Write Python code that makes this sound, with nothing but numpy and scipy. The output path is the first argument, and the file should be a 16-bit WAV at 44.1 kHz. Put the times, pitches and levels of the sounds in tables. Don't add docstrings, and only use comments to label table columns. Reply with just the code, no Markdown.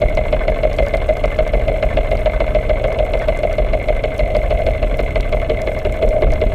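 import sys
import numpy as np
from scipy import signal
from scipy.io import wavfile
from scipy.ndimage import uniform_filter1d

SR = 44100
rng = np.random.default_rng(int(sys.argv[2]) if len(sys.argv) > 2 else 0)


def nominal_scale(level):
    x = np.asarray(level, float) / 20
    return 10 ** x


def waveform_to_disk(signal):
    frames = np.transpose(np.atleast_2d(signal))
    scaled = np.clip(frames, -1, 1) * 32767
    samples = np.round(scaled).astype(np.int16)
    wavfile.write(sys.argv[1], SR, samples)


N = 288414


def evened(x):
    return x / np.sqrt(np.mean(x ** 2) + 1e-20)


def along(curve, s):
    return np.interp(s, *np.transpose(curve))


def read(points, hz):
    f, value = np.transpose(points)
    return np.interp(np.log(hz + 1), np.log(f + 1), value, left=-100, right=-100)


def butter(x, order, hz, kind):
    return signal.sosfilt(signal.butter(order, hz, kind, fs=SR, output="sos"), x)


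def colour(x, points, size=8192):
    log_gain = np.log(nominal_scale(read(points, abs(np.fft.fftfreq(size, 1 / SR)))))
    spectrum = np.exp(np.conj(signal.hilbert(log_gain)))
    taps = np.fft.ifft(spectrum).real[:size // 2]
    return signal.oaconvolve(x, taps / np.linalg.norm(taps))[:N]


def modes(x, table):
    t = np.arange(SR // 4) / SR
    taps = np.zeros(len(t))
    for hz, width, db in table:
        taps += nominal_scale(db) * np.exp(-np.pi * width * t) * np.sin(2 * np.pi * hz * t)
    return signal.oaconvolve(x, taps)[:N]


def drift(hz):
    return evened(butter(rng.standard_normal(N), 2, hz, "low"))


def clicks(s, size):
    at = np.round(s * SR).astype(int)
    inside = (at >= 0) & (at < N)
    return np.bincount(at[inside], size[inside], N)


# start in seconds, peak in dB, centre in Hz,
# level above 9 kHz in dB relative to the peak.
NEAR_SNAPS = [(.1506, -24, 5950, -19), (.5018, -33.5, 5290, 1), (.7306, -19.5, 5000, -30),
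              (.7647, -29, 5560, -24), (.833, -29, 5370, -11), (.8634, -24.5, 5500, -21),
              (.8839, -23.5, 5550, -27), (.97, -23, 4900, -24), (1.1695, -25, 5050, -2),
              (1.256, -23, 5500, -38), (1.3648, -32, 5070, -9), (1.432, -33, 8140, 3),
              (1.4772, -23, 4530, -12), (2.171, -25, 5100, -18), (2.9262, -26, 6220, -17),
              (3.1921, -27, 6200, -5), (3.373, -25, 7810, -16), (3.3902, -26, 8470, -12),
              (3.5284, -23.5, 5030, -9), (4.1803, -22, 6260, -4), (4.3664, -19, 4500, -5),
              (4.972, -32, 6600, 7), (5.004, -26, 5100, 0), (5.2075, -15, 3800, -35),
              (5.6173, -20, 6350, -14), (5.7897, -24, 4930, -6), (5.9236, -24, 7920, -10),
              (6.089, -21.5, 6190, -22), (6.32, -24, 6500, -8), (6.336, -20.5, 5060, -11)]


def snaps():
    # start in seconds, peak in dB, centre in Hz, level above 9 kHz in dB
    ranges = [(0, N / SR), (-49, -34), (4700, 8500), (-20, -5)]
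    low, high = np.transpose(ranges)
    return NEAR_SNAPS + list(low + (high - low) * rng.random((35, 4)))


# pitch in Hz, level in dB.
HISS_COLOUR = [(2880, -27), (4900, -5), (5640, 0.5), (5950, -7.5), (6400, 3), (6880, -5.5), (7950, 1.5),
               (10200, -6), (11200, -1), (13000, -9), (14400, -4), (15600, -10)]


def reef():
    crowd_per_s, crowd_spread_db, crowd_db, hiss_db = 180.0, -3.0, -59.5, -61.5
    t = np.arange(600) / SR
    out = np.zeros(N + len(t))
    for s, peak_db, hz, top_db in snaps():
        burst = rng.standard_normal((2, len(t))) * nominal_scale(-60 * t / 0.011)
        body = butter(burst[0], 1, [hz * 0.77, hz * 1.06], "band")
        top = butter(burst[1] * nominal_scale(-60 * t / .008), 3, 9000, "high")
        snap = body / abs(body).max() + nominal_scale(top_db) * top / abs(top).max()
        at = round(s * SR)
        out[at:at + len(t)] += nominal_scale(peak_db - 5.5) * snap
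    happens = rng.random(N) < crowd_per_s / SR
    crowd = happens * nominal_scale(crowd_spread_db * np.minimum(rng.exponential(1, N), 3.2))
    crowd = signal.oaconvolve(crowd, nominal_scale(-60 * t / 0.0094))[:N] * rng.standard_normal(N)
    hiss = nominal_scale(hiss_db) * rng.standard_normal(N) * nominal_scale(.8 * drift(40.))
    return out[:N] + colour(hiss + nominal_scale(crowd_db) * evened(crowd), HISS_COLOUR)


# pitch in Hz, level in dB per Hz.
RUMBLE_COLOUR = [(4.7, -49), (8.0, 0), (27, 2.5), (43, 1.5), (86, -6.5), (122, -8.5), (173, -20.5),
                 (210, -20.5), (297, -18.5), (348, -24.5), (452, -17), (493, -25.5), (520, -24),
                 (680, -41.5), (1140, -120)]
# time in seconds, level in dB.
FLOW_LEVEL = [(0, -17), (.8, -18), (1.4, -18.5), (2.3, -15), (3.3, -19.5), (3.65, -16.5), (4.3, -17.5),
              (4.7, -16.5), (5.6, -17.5), (6.2, -16), (6.3, -11), (6.38, -17.5), (6.54, -15.5)]


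def water():
    lumps = nominal_scale(1.5 * drift(12.))
    flow = evened(colour(rng.standard_normal(N) * lumps, RUMBLE_COLOUR, size=32768))
    return flow * nominal_scale(along(FLOW_LEVEL, np.arange(N) / SR) - 4.0)


# pitch in Hz, width in Hz, level in dB.
BUMP_MODES = [(572, 14, -9)]


def bump():
    nudge = clicks(np.array([.826]), np.ones(1))
    return modes(uniform_filter1d(nudge, size=30), BUMP_MODES)


# time in seconds, level in dB, length in seconds.
HUM_SURGES = [
    (4.32, -1.5, 0.14),
    (4.65, 6, 0.27),
    (5.79, 5, 0.23),
    (6.3, 4, .05),
]


def hum():
    drone_db, swell_db = -26.5, 3
    t = np.arange(N) / SR
    surges_db = sum(db * np.exp(-((t - s) / length) ** 2) for s, db, length in HUM_SURGES)
    return nominal_scale(drone_db + swell_db * drift(2.2) + surges_db)


# time in seconds, firings per second.
ENGINE_SPEED = [(0, 6.441), (1.05, 6.618), (1.7, 6.879), (2.1, 6.961), (3.6, 6.663), (4.6, 6.281),
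                (5.6, 5.724), (6.54, 5.0)]
# time in seconds, level in dB.
BURN_LEVEL = [(0, -1), (.5, .5), (.8, -2), (1.3, 1), (1.8, -2), (2.3, 0), (2.6, -1), (3.0, -2), (3.4, -1),
              (3.9, -2.5), (4.35, -1), (4.8, -4), (5.3, -3.5), (5.67, -7.5), (5.85, -3.5), (6.02, -6.5),
              (6.22, 0.5), (6.42, -2)]
# usual level in dB,
# dB per dB of burn, dB per extra firing a second, random scatter in dB.
SOUND_PATHS = [
    (-26, 0, 0, 1.6),
    (-10.5, 1.0, 0.5, 0.4),
    (-33, 0.95, -2.5, 3.5),
    (-26, 0.5, -1.7, 1.5),
    (-26, 0, -9.5, -0.8),
]


def cycles():
    first_turn, usual_per_s = .109, 6.5
    stumble_s, early_s = 6.03, .0095
    t = np.arange(-SR // 5, N + SR // 5) / SR
    turns = np.cumsum(along(ENGINE_SPEED, t)) / SR
    turns = turns - turns[SR // 5] - first_turn
    start = np.interp(np.arange(-1, np.floor(turns[-1]) + 1), turns, t)
    start = start - early_s * (abs(start - stumble_s) < .05)
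    usual_db, per_burn, per_speed, scatter_db = np.transpose(SOUND_PATHS)
    extra_speed = along(ENGINE_SPEED, start) - usual_per_s
    level_db = usual_db + np.outer(along(BURN_LEVEL, start), per_burn) + np.outer(extra_speed, per_speed)
    level_db = level_db + scatter_db * rng.standard_normal(level_db.shape)
    return start[:-1], np.diff(start), level_db[:-1]


HULL_PUSHES = [
    (.06, -.33),
    (.115, -.68),
    (.19, .25),
    (.25, -.75),
    (.418, .2),
    (.61, .4),
    (.695, -.12),
    (.815, .32),
    (.953, -.52),
]
# pitch in Hz, width in Hz, level in dB.
HULL_MODES = [(34, 14, -14.5), (43, 14, -18.5), (65, 19.5, -22), (118.7, 38, -20.5), (207.4, 38.6, -24),
              (306, 130, -27.5)]


def hull(start, length, thump_db):
    push = np.zeros(N)
    for share, force in HULL_PUSHES:
        push += clicks(start + length * share, force * nominal_scale(thump_db + 28.0))
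    return modes(push, HULL_MODES)


# pitch in Hz, width in Hz, level in dB.
PIPE_MODES = [(1140, 70, -3), (1320, 100, -6.5), (1537, 75, 0.5), (1760, 48, -4), (3370, 88, -14.5)]


def chuff(start, length, clatter_db):
    share, level_db, t60_s, rise_s = 0.544, -18.5, 0.1, 0.0042
    scatter_db = 1.5 * rng.standard_normal(len(start))
    puffs = clicks(start + share * length, nominal_scale(clatter_db + level_db + scatter_db))
    t = np.arange(SR // 8) / SR
    puff_shape = np.minimum(t / rise_s, 1) * nominal_scale(-60 * t / t60_s)
    strength = signal.oaconvolve(puffs, puff_shape)[:N]
    return modes(strength * rng.standard_normal(N), PIPE_MODES)


# pitch in Hz, width in Hz, level in dB.
WALL_MODES = [(410, 45, -16.5), (458, 44, -8.5)]


def housing_wall(blow, noise):
    dying = nominal_scale(-60 * np.arange(SR // 5) / SR / 0.096)
    buzz = np.sqrt(abs(signal.oaconvolve(blow ** 2, dying ** 2)[:N]))
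    wall = modes(nominal_scale(-12.5) * blow + (nominal_scale(-12.0) * buzz + nominal_scale(-50.5)) * noise, WALL_MODES)
    return butter(wall, 2, [340, 500], "band")


# pitch in Hz, width in Hz, level in dB.
AIR_MODES = [(560, 35, -18), (618, 33, -8), (652, 32, -15), (690, 45, -21)]


def housing_air(blow, impact, rattle, noise):
    burn = blow + .55 * np.roll(blow, round(.0033 * SR)) + .4 * np.roll(blow, round(.0065 * SR))
    shaking = (nominal_scale(-27) * rattle + nominal_scale(-20.5) * hum()) * noise
    air = modes(nominal_scale(5) * burn + nominal_scale(5) * impact + shaking, AIR_MODES)
    return butter(nominal_scale(2.5) * air, 3, [370, 730], "band")


# pitch in Hz, level in dB.
FIZZ_COLOUR = [(2300, -21), (2500, 2.5), (2950, 0.5), (3150, -4.5), (3460, 0), (3700, -9.5), (4250, -6.5),
               (4700, -45), (5300, -26.5), (5900, -34), (6500, -24), (9000, -36)]


def fizz(impact, rattle, noise):
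    return colour(nominal_scale(9) * impact + (nominal_scale(-5) * rattle + nominal_scale(-56)) * noise, FIZZ_COLOUR)


# pitch in Hz, level in dB.
CLATTER_COLOUR = [(700, -47.5), (800, 1.5), (1000, -0.5), (1140, 1.5), (1220, -2), (1300, -0.5),
                  (1400, -5.5), (1530, -0.5), (1660, -5.5), (1755, -1.5), (1810, -14.5), (1870, -12),
                  (2000, -18)]


def clatter(blow, impact, rattle, noise):
    shaking = (nominal_scale(2.0) * rattle + nominal_scale(-50.5)) * noise
    return colour(nominal_scale(22.5) * blow + nominal_scale(3.0) * impact + shaking, CLATTER_COLOUR)


# pitch in Hz, level in dB.
TICK_COLOUR = [(1500, -30), (2000, -6), (2300, 0), (3000, -6), (4300, -8), (5300, -15), (6000, -27),
               (8000, -31), (12000, -46)]
# pitch in Hz, level in dB.
KNOCK_COLOUR = [(1800, -40), (1930, -21.5), (2068, 2), (2125, -3), (2195, -1.5), (2270, -9.5), (2420, -13),
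                (2700, -31.5)]


def knock(blow, impact, rattle, noise):
    tick = colour(nominal_scale(14.5) * blow + nominal_scale(4) * impact, TICK_COLOUR)
    shaking = (nominal_scale(-4) * rattle + nominal_scale(-44)) * noise
    return tick + colour(nominal_scale(21) * blow + nominal_scale(27.5) * impact + shaking, KNOCK_COLOUR)


# share of the cycle, knock in dB, ring in dB,
# clatter in dB, fizz in dB, time to die by 60 dB in seconds.
CYCLE_STROKES = [(0, 2.5, 21, 3.5, 2, 0.05), (.06, -8.5, -5, 2.6, -5.5, 0.02),
                 (.115, -13.5, 0.5, -0.5, -6, 0.016), (0.192, -40, -35, -22, -15.5, 0.064),
                 (.252, -9, -9, -2.5, -10, 0.052), (.419, -9, -10.5, -9.5, -9.5, 0.054),
                 (.516, -9.5, -10, -0.5, -9, 0.055), (.6, -14, -13, -14, -25, .05),
                 (.697, -9.5, -10.5, -8, -9, 0.056), (0.798, -35, -26.5, -3.5, -12.5, 0.039),
                 (.945, -34, -19.5, -8, -15, .05)]


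def strokes(start, length, level_db):
    scatter_db, jitter, follow = 1.5, .004, .3
    rattle_power, impact = np.zeros((4, N)), np.zeros((4, N))
    load_db = uniform_filter1d(level_db, size=7, axis=0)
    load_db[:, 0] = load_db[:, 0].mean()
    own_db = load_db + follow * (level_db - load_db)
    for share, *stroke_db, t60 in CYCLE_STROKES:
        chance = rng.standard_normal((len(start), 5))
        valve = share > .03
        s = start + length * (share + jitter * chance[:, 4]) * valve
        for k in range(4):
            size = nominal_scale(own_db[:, k % 3] + stroke_db[k] + scatter_db * chance[:, k])
            size = size * (valve or k != 1)
            fade = nominal_scale(-120 / (t60 * SR))
            rattle_power[k] += signal.lfilter([1], [1, -fade], clicks(s, size ** 2))
            impact[k] += clicks(s, size * valve)
    return np.sqrt(abs(rattle_power)), impact


def engine():
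    start, length, level_db = cycles()
    rattle, impact = strokes(start, length, level_db)
    blow = [clicks(start, nominal_scale(level_db[:, k])) for k in range(5)]
    noise = rng.standard_normal((5, N)) * nominal_scale(1.2 * drift(150.))
    out = hull(start, length, level_db[:, 3])
    out += chuff(start, length, level_db[:, 2])
    out += housing_wall(blow[4], noise[4])
    out += housing_air(blow[1], impact[1], rattle[1], noise[1])
    out += fizz(impact[3], rattle[3], noise[3])
    out += clatter(blow[2], impact[2], rattle[2], noise[2])
    return out + knock(blow[0], impact[0], rattle[0], noise[0])


def scene():
    return (reef() + water() + bump() + engine())[None]


def top_cut(x):
    return signal.sosfilt(signal.butter(12, 16220, fs=SR, output="sos"), x)


def record(dry):
    dry = butter(dry, 3, 17, "high")
    loud = 1.576 * np.tanh(dry / 1.46)
    treble_cut = signal.firwin(255, 15600, window=("kaiser", 7), fs=SR)
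    mix = signal.oaconvolve(loud, treble_cut[None], "same")
    return top_cut(mix)


dry = scene()
out = record(dry)
waveform_to_disk(out)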